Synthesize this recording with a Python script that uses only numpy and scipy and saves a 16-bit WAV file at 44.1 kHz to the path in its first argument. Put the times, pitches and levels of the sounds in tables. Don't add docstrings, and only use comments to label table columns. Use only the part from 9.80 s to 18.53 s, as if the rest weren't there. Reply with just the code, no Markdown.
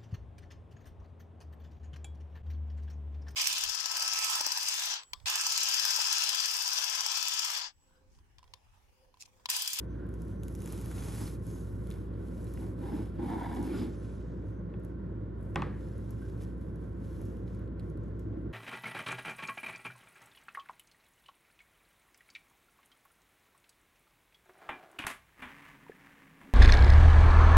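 import sys
import numpy as np
from scipy import signal
from scipy.fft import rfft, irfft, next_fast_len
from scipy.io import wavfile
from scipy.ndimage import uniform_filter1d

SR = 44100
rng = np.random.default_rng(int(sys.argv[2]) if len(sys.argv) > 2 else 0)


def master(y):
    cut = np.clip(np.atleast_2d(y).T, -1, 1)
    pcm = np.round(cut * 32767)
    wavfile.write(sys.argv[1], SR, pcm.astype(np.int16))


def gain_from_decibels(decibels):
    exponent = np.asarray(decibels, float) / 20
    return 10 ** exponent


N = 384904
SIZE = 2 * next_fast_len(N // 2 + 1)
HZ = np.maximum(np.fft.rfftfreq(SIZE, 1 / SR), 1)
SPEED_POWER = 1.19

# pitch in Hz, level in dB.
UNLIKE_SHARE = [(50, -36), (130, -13), (300, -15.5), (550, -1.5), (750, 2), (1100, -3), (1400, -3),
                (1800, -18), (2200, -21.5), (3500, -5.5), (6000, -18), (9000, -18), (12500, -15)]


def rms_one(x):
    return x / np.sqrt(np.mean(x ** 2) + 1e-20)


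def at_hz(points):
    hz, db = np.transpose(points)
    return np.interp(np.log(HZ), np.log(hz), db)


def filtered(x, response):
    return irfft(rfft(x, SIZE) * response, SIZE)[..., :N]


def coloured(x, spectrum):
    return rms_one(filtered(x, gain_from_decibels(at_hz(spectrum))))


def band(x, low_hz, high_hz):
    edges = [low_hz, min(high_hz, .45 * SR)]
    return signal.sosfilt(signal.butter(2, edges, "band", fs=SR, output="sos"), x)


def resonate(x, hz, width_hz):
    r = np.exp(-np.pi * width_hz / SR)
    feedback = [1, -2 * r * np.cos(2 * np.pi * hz / SR), r * r]
    return signal.lfilter([(1 - r * r) / 2, 0, (r * r - 1) / 2], feedback, x + 1e-18)


def resonate_steep(x, hz, width_hz, outer):
    return resonate(resonate(x, hz, width_hz), hz, outer * width_hz)


def body(x, modes):
    out = 0
    for k, (hz, width_hz, db) in enumerate(modes):
        out = out + gain_from_decibels(db) * resonate_steep(x, hz, width_hz, 2) * (-1) ** k
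    return rms_one(out)


def drift(rate_hz):
    r = np.exp(-2 * np.pi * rate_hz / SR)
    return rms_one(signal.lfilter([1], [1, -2 * r, r * r], rng.standard_normal(N + SR))[SR:])


def grains(per_s, spread_db):
    sizes = gain_from_decibels(spread_db * np.minimum(rng.exponential(1, N), 5)) * rng.choice([-1, 1], N)
    return rms_one(sizes * (rng.random(N) < per_s / SR))


def swing(u, top):
    top = np.clip(top, .02, .98)
    rise_and_fall = np.clip(np.minimum(u / top, (1 - u) / (1 - top)), 0, 1)
    return np.sin(np.pi / 2 * rise_and_fall) ** SPEED_POWER


def strokes(rows, level_db):
    t, power = np.arange(0, N + 64, 64) / SR, 1e-12
    for s, length, top, *row in rows:
        peaks = np.c_[gain_from_decibels(np.array(level_db(*row)))]
        power = power + (peaks * swing((t - s) / length, top)) ** 2
    return np.array([np.interp(np.arange(N) / SR, t, 10 * np.log10(p)) for p in power])


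def between(ends, share):
    return ends[0] + (ends[1] - ends[0]) * share


def fan():
    # pitch in Hz, width in Hz, level in dB.
    rumble_modes = [(86.4, 21, -49), (104.4, 10, -44), (118.5, 4, -54.5), (161, 29.6, -49),
                    (186.3, 27, -49), (247.2, 59.6, -52), (293, 51.5, -53.5), (339, 46.4, -52),
                    (367.3, 57, -57.5), (980, 94, -74.5), (1068, 49, -75), (1142, 15, -87),
                    (1392, 85, -72.5), (1528, 23, -75.5)]
    # pitch in Hz, level in dB per Hz.
    air_noise = [(240, -49), (400, -9.5), (424, 1), (518, -0.5), (672, -15), (754, -22), (1020, -16),
                 (1080, -17), (1180, -20), (1530, -22.5), (1760, -21), (2160, -29), (2560, -35.5),
                 (3400, -37), (3900, -40.5), (5900, -50), (6300, -50.5), (8650, -52.5), (12500, -55),
                 (16200, -99), (22000, -120)]
    motor_hz, motor_db, air_db = 59.14, -41.5, -57
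    rumble = 0
    for hz, width_hz, db in rumble_modes:
        noise = rng.standard_normal((2, N))
        rumble = rumble + gain_from_decibels(db) * rms_one(resonate_steep(noise, hz, width_hz, 3))
    air = gain_from_decibels(air_db + 0.96 * drift(20)) * coloured(rng.standard_normal((2, N)), air_noise)
    mid, side = rumble + air
    side = filtered(side, gain_from_decibels(at_hz(UNLIKE_SHARE)))
    turn = 2 * np.pi * motor_hz * np.arange(N) / SR + 0.092 * drift(1.1)
    tone = np.sqrt(2) * gain_from_decibels(motor_db + 1.03 * drift(7.3)) * np.sin(turn)
    return mid + tone + side * [[1], [-1]]


def contact():
    # start in seconds, length in seconds, moment of top speed 0-1,
    # force in dB, depth from 0 crust to 1 board.
    saw_strokes = [(0.0, 0.082, 0.35, -80.5, 0.49), (.06, 0.38, 0.13, -79, 1), (.2, 0.42, 0.78, -78, 0.42),
                   (.58, 0.35, 0.3, -77.5, 0.038), (.74, 0.98, 0.16, -66, 0.083),
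                   (.8, 0.57, 0.1, -70.5, 0.73), (1.02, 0.57, 0.73, -60.5, 0.16),
                   (1.6, 0.43, 0.22, -72.5, 0.011), (1.45, 0.32, .45, -92, 0.18),
                   (1.85, 0.35, 0.83, -77, 0.15), (2.15, 0.49, 0.5, -77, 0.99),
                   (2.04, 0.28, 0.3, -71.5, 0.55), (2.33, 0.41, 0.54, -76, 0.21),
                   (2.55, 0.43, 0.48, -71.5, 0.24), (2.93, 0.41, 0.49, -65, 0.64),
                   (3.2, 0.39, 0.7, -70, 0.92), (3.37, 0.75, 0.21, -65, 0.59), (3.6, 0.33, 0.77, -71, 0.29),
                   (3.8, 0.33, 0.52, -58.5, 0.84)]
    # start in seconds, length in seconds,
    # moment of top speed 0-1, force in dB, softness from 0 crust to 1 crumb.
    pulls = [(1.64, 0.36, .25, -84, .6), (4.02, 0.74, 0, -72.5, 0.67), (4.6, 0.21, 0.35, -84.5, 0.28),
             (4.98, 0.19, 0.35, -85, 0.37), (5.54, 0.35, 0.44, -90, .0), (5.85, 0.74, 0.27, -76, 0.4),
             (6.25, 0.32, 0.72, -76, 0.31), (6.5, 0.31, 0.3, -77, 0.28), (6.595, 0.07, 0.37, -66, 0.35),
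             (6.76, 0.22, 0.34, -83, 0.13), (6.9, 0.29, 0.55, -83.5, 0.23), (7.1, 0.62, 0.43, -75.5, 0.29),
             (7.64, 0.26, 0.18, -78.5, 0.5), (7.96, 0.23, 0.4, -83, 0.29), (8.15, 0.2, .5, -87, 0.44),
             (8.3, 0.26, 0.45, -85.5, 0.8), (8.36, .1, 0.6, -84, 0.43), (8.55, 0.13, .4, -95, 0.044)]
    saw = strokes(saw_strokes, lambda db, deep: (
        db + between((5, -10.5), deep), db + between((3.5, -13), deep), db))
    grip = strokes(pulls, lambda db, soft: (
        db + between((4.5, -17.5), soft), db, db + between((2, 1), soft)))
    return 10 * np.log10(gain_from_decibels(2 * saw) + gain_from_decibels(2 * grip))


def flakes(clicks):
    pitches = np.geomspace(1900, 12000, 26) * gain_from_decibels(rng.normal(0, 0.14, 26))
    dealt = rng.integers(0, len(pitches), N)
    out = 0
    for k, hz in enumerate(pitches):
        width_hz = 72 * np.sqrt(hz / 4000)
        out = out + resonate(clicks * (dealt == k), hz, width_hz) * np.sqrt(hz)
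    return rms_one(out)


def crust():
    # pitch in Hz, level in dB per Hz.
    crackle_colour = [(4820, -20), (8200, -7.5), (9110, -6.5), (10900, -2.5), (11600, -2.5), (12300, -10),
                      (15900, -9), (22000, -120)]
    tearing_colour = [(2410, -36), (4100, -0.5), (4560, -2), (5140, 1.5), (5590, 0), (6030, 4),
                      (7320, -2.5), (7690, 6.5), (8200, -35), (10700, -52), (18000, -120)]
    rasp_colour = [(1180, -1.5), (2000, -10.5), (2280, -9), (2730, -11), (3390, -10.5), (4100, -15.5),
                   (5330, -22), (9020, -120)]
    crackle_db, tearing_db, rasp_db = contact()
    clumps = gain_from_decibels(0.3 * drift(60) + 0.62 * drift(3.6) + 1.0 * drift(22))
    cells = .5 * grains(1500, spread_db=4.5) + 0.45 * flakes(grains(4000, spread_db=2.5))
    cells = cells * clumps
    hiss = rng.standard_normal((3, N)) * clumps
    crackle = gain_from_decibels(crackle_db + 2.5) * coloured(cells + 1.6 * hiss[0], crackle_colour)
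    tearing = gain_from_decibels(tearing_db - 2.5) * coloured(cells + 1.0 * hiss[1], tearing_colour)
    rasp = gain_from_decibels(rasp_db + 5.0) * coloured(cells + 0.93 * hiss[2], rasp_colour)
    return crackle + tearing + rasp


def snaps():
    crust_snaps = [(0.2667, -64, -6), (0.29, -57, -10), (0.34, -53, -12), (0.419, -47.5, -23),
                   (0.482, -56, -18), (0.6338, -43.5, -7), (0.6822, -40.5, -14), (0.7246, -56, -15),
                   (0.751, -41.5, -15), (0.776, -61, -24), (0.804, -49, -20), (0.8196, -43, -12),
                   (0.841, -51.5, -18), (0.8593, -40, -15), (0.8755, -40, -14), (0.9236, -36.5, -24),
                   (0.9776, -44, -9), (0.931, -51, -2.5), (1.013, -44, -14), (1.059, -43, -15),
                   (1.1133, -43, -13), (1.182, -47, -3), (1.388, -46, -14),
                   (1.6676, -44, -21), (2.0716, -52, -8), (2.103, -45, -10), (2.112, -52.5, 3.5),
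                   (2.122, -50, -5), (2.14, -52, -5), (2.339, -67, 0), (2.4845, -55, -10),
                   (2.6433, -53, -23), (2.669, -56, 1), (2.738, -45, -14), (2.991, -62, -9),
                   (3.748, -50, -10), (3.8274, -44.5, -13), (4.6841, -65, -6), (4.998, -67, -18),
                   (5.0483, -50, -17),
                   (6.181, -55, -14), (6.3065, -47.5, -21), (6.622, -50, -9), (6.78, -64, -12),
                    (6.8133, -63, -7), (6.9586, -57, -13), (7.0936, -66, -23), (7.416, -52, -22),
                    (7.453, -54, -14), (7.679, -62, 5), (7.748, -60, -5), (7.7925, -61, -6),
                    (7.877, -70, 6), (7.9959, -60.5, 3.5), (8.174, -60, -6), (8.236, -66, -7),
                    (8.3947, -52, -15), (8.5872, -71, -11),
                   (0.0034, -53, -4), (0.016, -62, -19), (0.79, -52, -14), (0.741, -53, -20),
                   (0.45, -61, -15), (5.746, -56, -20), (7.57, -61, -4), (7.842, -69, -20),
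                   (7.86, -70, -20), (8.282, -68, -18), (6.635, -52, -12), (8.1, -57, -15)]
    out, t = np.zeros(N), np.arange(int(0.041 * SR)) / SR
    shape = np.exp(-t / 0.00071) + 0.15 * np.exp(-t / 0.01)
    for s, db, body_rel in crust_snaps:
        noise = rng.standard_normal(len(t)) * shape
        top = band(noise, 9600, 12040) + gain_from_decibels(-3.5) * band(noise, 5300, 8200)
        low = band(noise, 1940, 4460)
        both = top / np.abs(top).max() + gain_from_decibels(body_rel + 3.5) * low / np.abs(low).max()
        at = int(s * SR)
        out[at:at + len(t)] += gain_from_decibels(db + 1.5) * both[:N - at]
    return out


def slides(rows, width_share, flutter_db):
    out = np.zeros(N + SR)
    for s, length, top, db, hz in rows:
        noise, slow = rng.standard_normal((2, SR))
        loudness = gain_from_decibels(db) * swing(np.arange(SR) / (length * SR), top)
        flutter = gain_from_decibels(flutter_db * rms_one(uniform_filter1d(slow, size=900)))
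        width_hz = np.clip(width_share, .005, .2) * hz
        at = int(max(s, 0) * SR)
        out[at:at + SR] += loudness * flutter * rms_one(resonate_steep(noise, hz, width_hz, 2))
    return out[:N]


def singing():
    # start in seconds, length in seconds, moment of top speed 0-1, level in dB, pitch in Hz.
    sung_slides = [(0.04, 0.2, 0.4, -86, 6100), (.3, 0.45, .4, -84, 6050), (.4, 0.18, .4, -88, 7800),
                   (3.05, 0.24, 0.5, -75.5, 5200), (3.5, .3, .5, -82, 3900), (3.904, .16, .5, -71, 7100),
                   (4.08, 0.39, 0.3, -83, 6120), (4.1, .32, .4, -86, 7800), (4.08, .4, .4, -88, 7670),
                   (4.1, 0.39, 0.2, -78, 10500), (4.08, .36, 0.3, -82, 9800), (4.55, 0.32, .6, -88, 6150),
                   (5.55, .2, .5, -92, 7700), (5.88, .4, .4, -91, 7600), (7.2, .4, .5, -93, 7570),
                   (7.992, .02, .25, -79, 4200), (3.88, .14, .4, -59, 1410), (3.86, .14, 0.36, -67, 2400),
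                   (3.94, 0.11, .5, -66, 5000), (2.76, .04, .3, -75, 2800), (0.79, 0.8, 0.5, -74, 6600),
                   (6.38, .12, 0.44, -66, 1540), (1.66, .25, 0.1, -71.5, 6600)]
    return slides(sung_slides, width_share=0.045, flutter_db=2)


def scuffing():
    # start in seconds, length in seconds, moment of top speed 0-1, level in dB, centre in Hz.
    dull_drags = [(.05, 0.34, .5, -65.5, 1530), (3.88, 0.21, 0.6, -65, 4970), (3.88, 0.2, .5, -67, 3500),
                  (1.25, .25, .5, -72, 5500), (7.2, 0.5, .5, -86, 5900), (.82, 0.46, .3, -69, 1100),
                  (.82, 0.55, .3, -74, 2400), (.8, 0.39, .3, -77, 4000), (1.1, 0.27, 0.6, -66, 6400),
                  (5.9, 0.47, .4, -83, 10200), (7.15, 0.5, .4, -81, 11000)]
    return slides(dull_drags, width_share=.12, flutter_db=2)


def bursts(rows, low_hz, high_hz, decay_s):
    out, t = np.zeros(N), np.arange(SR // 20) / SR
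    for s, db in rows:
        burst = band(rng.standard_normal(len(t)) * np.exp(-t / decay_s), low_hz, high_hz)
        at = int(s * SR)
        out[at:at + len(t)] += gain_from_decibels(db) * burst / np.abs(burst).max()
    return out


def tooth_thuds():
    # start in seconds, peak in dB.
    thumps = [(0.749, -55), (0.858, -46), (0.874, -45), (0.93, -48), (1.058, -48), (1.114, -45),
              (1.179, -48), (1.223, -45), (1.269, -49), (1.349, -48), (1.382, -48), (1.479, -53),
              (2.774, -48)]
    return bursts(thumps, low_hz=646, high_hz=2610, decay_s=.004)


def board_rub():
    # start in seconds, length in seconds, moment of top speed 0-1,
    # whine in dB, buzz in dB above the whine.
    blade_strokes = [(.78, 0.76, 0.7, -65.5, 4), (1.1, 0.4, 0.6, -68, 3), (2.06, 0.14, 0.65, -66.5, -7),
                     (2.74, 0.19, 0.5, -67, 9.5), (3.0, 0.31, 0.27, -62, 10.5),
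                     (3.38, 0.19, 0.13, -60.5, 12.5), (3.45, .14, 0.62, -53.5, 13.5),
                     (3.55, 0.24, 0.31, -51, 10.5), (3.72, 0.23, 0.06, -60, 13.5),
                     (3.84, 0.36, 0.17, -62.5, 0)]
    # start in seconds, length in seconds, moment of top speed 0-1, boom in dB.
    board_strokes = [(1.1, 0.41, 0.87, -50.5), (2.72, 0.21, 0.98, -46), (2.95, 0.31, 0.56, -41),
                     (3.05, 0.19, 0.76, -41.5), (3.36, 0.55, 0.1, -40), (3.62, 0.26, 0.85, -39.5),
                     (3.84, 0.33, 0.32, -36.5), (8.4, 0.35, 0.43, -46)]
    # pitch in Hz, width in Hz, level in dB.
    buzz_modes = [(727, 84, 1), (821, 45, 2), (946, 88, 4.5)]
    whine_modes = [(1320, 410, 3), (1750, 180, -2.5), (1930, 130, 1), (2215, 170, -5.5), (3450, 320, -7),
                   (4870, 360, -21)]
    boom_modes = [(245, 110, -0.5), (325.4, 69.4, 2), (364, 87, -6)]
    buzz_db, whine_db = strokes(blade_strokes, lambda db, buzz: (db + buzz, db))
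    boom_db, = strokes(board_strokes, lambda db: (db,))
    slips = grains(1200, spread_db=2.5) + 0.35 * rng.standard_normal(N)
    slips = slips * gain_from_decibels(1.1 * drift(55))
    buzz = gain_from_decibels(buzz_db - 2.5) * body(slips, buzz_modes)
    whine = gain_from_decibels(whine_db) * body(slips, whine_modes)
    boom = gain_from_decibels(boom_db + 2.0) * body(slips, boom_modes)
    return buzz + whine + boom


def knocks():
    # start in seconds, peak in dB, brightness in dB.
    hits = [
        (4.939, -46.5, -26),
        (5.748, -52, -30),
        (5.7582, -21, -3.5),
        (5.8203, -26, -9),
    ]
    # pitch in Hz, level in dB, seconds to fade by 60 dB.
    wood_modes = [(104, -4, 0.22), (148.8, -6, 0.44), (345, -11.5, 0.17), (551, -10.5, 0.12),
                  (814, 0.5, 0.04), (1027, 5, 0.025), (1120, -6.5, 0.081), (1525, -6, 0.042),
                  (1820, -3, 0.028), (2230, -3, 0.017), (2570, 5.5, 0.0092), (3380, -6, 0.015)]
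    # lowest Hz, highest Hz, level in dB, seconds to fade by 60 dB.
    clatter = [(88.5, 420, -6, 0.45), (673, 1300, -9.5, 0.42), (1320, 1840, -22, 0.68),
               (2300, 3100, -41, 0.19), (4040, 9000, -45, 0.52)]
    out, t = np.zeros(N), np.arange(int(.45 * SR)) / SR
    push = 1 - np.exp(-t / .0012)
    for s, db, bright_rel in hits:
        start = int(s * SR)
        for lag_s, lag_db in [(0, -8), (.006, -22)]:
            noise, hit = rng.standard_normal(len(t)), 0
            for hz, level_db, t60 in wood_modes:
                luck, turn = rng.random(2)
                tone = np.sin(2 * np.pi * (hz * t + 0.27 * turn))
                hit = hit + gain_from_decibels(level_db + 5.6 * luck - 60 * t / t60) * tone
            for low_hz, high_hz, tail_db, t60 in clatter:
                hit = hit + gain_from_decibels(tail_db - 60 * t / t60) * rms_one(band(noise, low_hz, high_hz))
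            at = int((s + lag_s) * SR)
            out[at:at + len(t)] += gain_from_decibels(db + lag_db) * hit * push
        crack = band(noise * np.exp(-t / 0.0011), 2600, 6000)
        out[start:start + len(t)] += gain_from_decibels(db + bright_rel - 7.5) * crack / np.abs(crack).max()
    return out


def crumb_ticks():
    # start in seconds, peak in dB.
    ticks = [(5.0345, -65), (5.6101, -65), (5.6281, -60), (5.6694, -72), (5.6944, -70), (6.4163, -60),
             (8.088, -68)]
    return bursts(ticks, low_hz=9300, high_hz=12300, decay_s=.003)


def scatter(x):
    return filtered(x * drift(60), 1j * gain_from_decibels(at_hz(UNLIKE_SHARE) - 5.5)) * [[1], [-1]]


def kitchen(x):
    t60_s, wall_cut_hz = 0.74, 1300
    size = next_fast_len(N + SR)
    hz, out = np.arange(size // 2 + 1) * SR / size, []
    for lags in rng.uniform(0.026, 0.057, (2, 8, 1)):
        loss = gain_from_decibels(-60 * lags / t60_s * (1 + (hz / wall_cut_hz) ** 2))
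        loop = loss * np.exp(-2j * np.pi * hz * lags)
        echoes = np.sum(loop / (1 - loop), axis=0)
        out.append(irfft(rfft(x, size) * echoes, size)[:N])
    return np.array(out)


def ports(x):
    # pitch in Hz, signed gain.
    side_turn = [(50, -.12), (450, -.42), (700, -.1), (1000, .7), (1350, .03), (2300, .03), (3400, .38),
                 (5200, .1), (7850, .05), (8600, 1.5), (9300, 1.1), (10700, .03), (12000, -.9),
                 (12800, -2.)]
    turn = np.interp(HZ, *np.transpose(side_turn))
    loss = (1 + turn ** 2) ** -.25
    bass_lean = -0.053 / (1 + (HZ / 700) ** 2)
    mid, side = (x[0] + x[1]) / 2, (x[0] - x[1]) / 2
    side = side + filtered(mid, loss * (1j * turn + bass_lean))
    return filtered(mid, loss) + side * [[1], [-1]]


def scene():
    sawing = crust() + snaps() + singing() + scuffing() + tooth_thuds() + board_rub() + crumb_ticks()
    near = sawing + knocks()
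    return near + scatter(sawing) + gain_from_decibels(-33) * kitchen(near) + fan()


def top_cut(x):
    return signal.sosfilt(signal.butter(12, 15750, fs=SR, output="sos"), x)


def record(dry):
    no_bass = signal.butter(2, 38, "high", fs=SR, output="sos")
    no_top = signal.cheby2(16, 50, 13100, "low", fs=SR, output="sos")
    heard = signal.sosfiltfilt(no_bass, ports(dry))
    air = gain_from_decibels(-9) * band(band(heard.mean(axis=0), 14500, 15700), 14300, 15800)
    heard = signal.sosfilt(no_top, heard) + air
    closing = np.clip((N - np.arange(N)) / (.006 * SR), 0, 1)
    return top_cut(heard * closing)


dry = scene()
out = record(dry)
master(out)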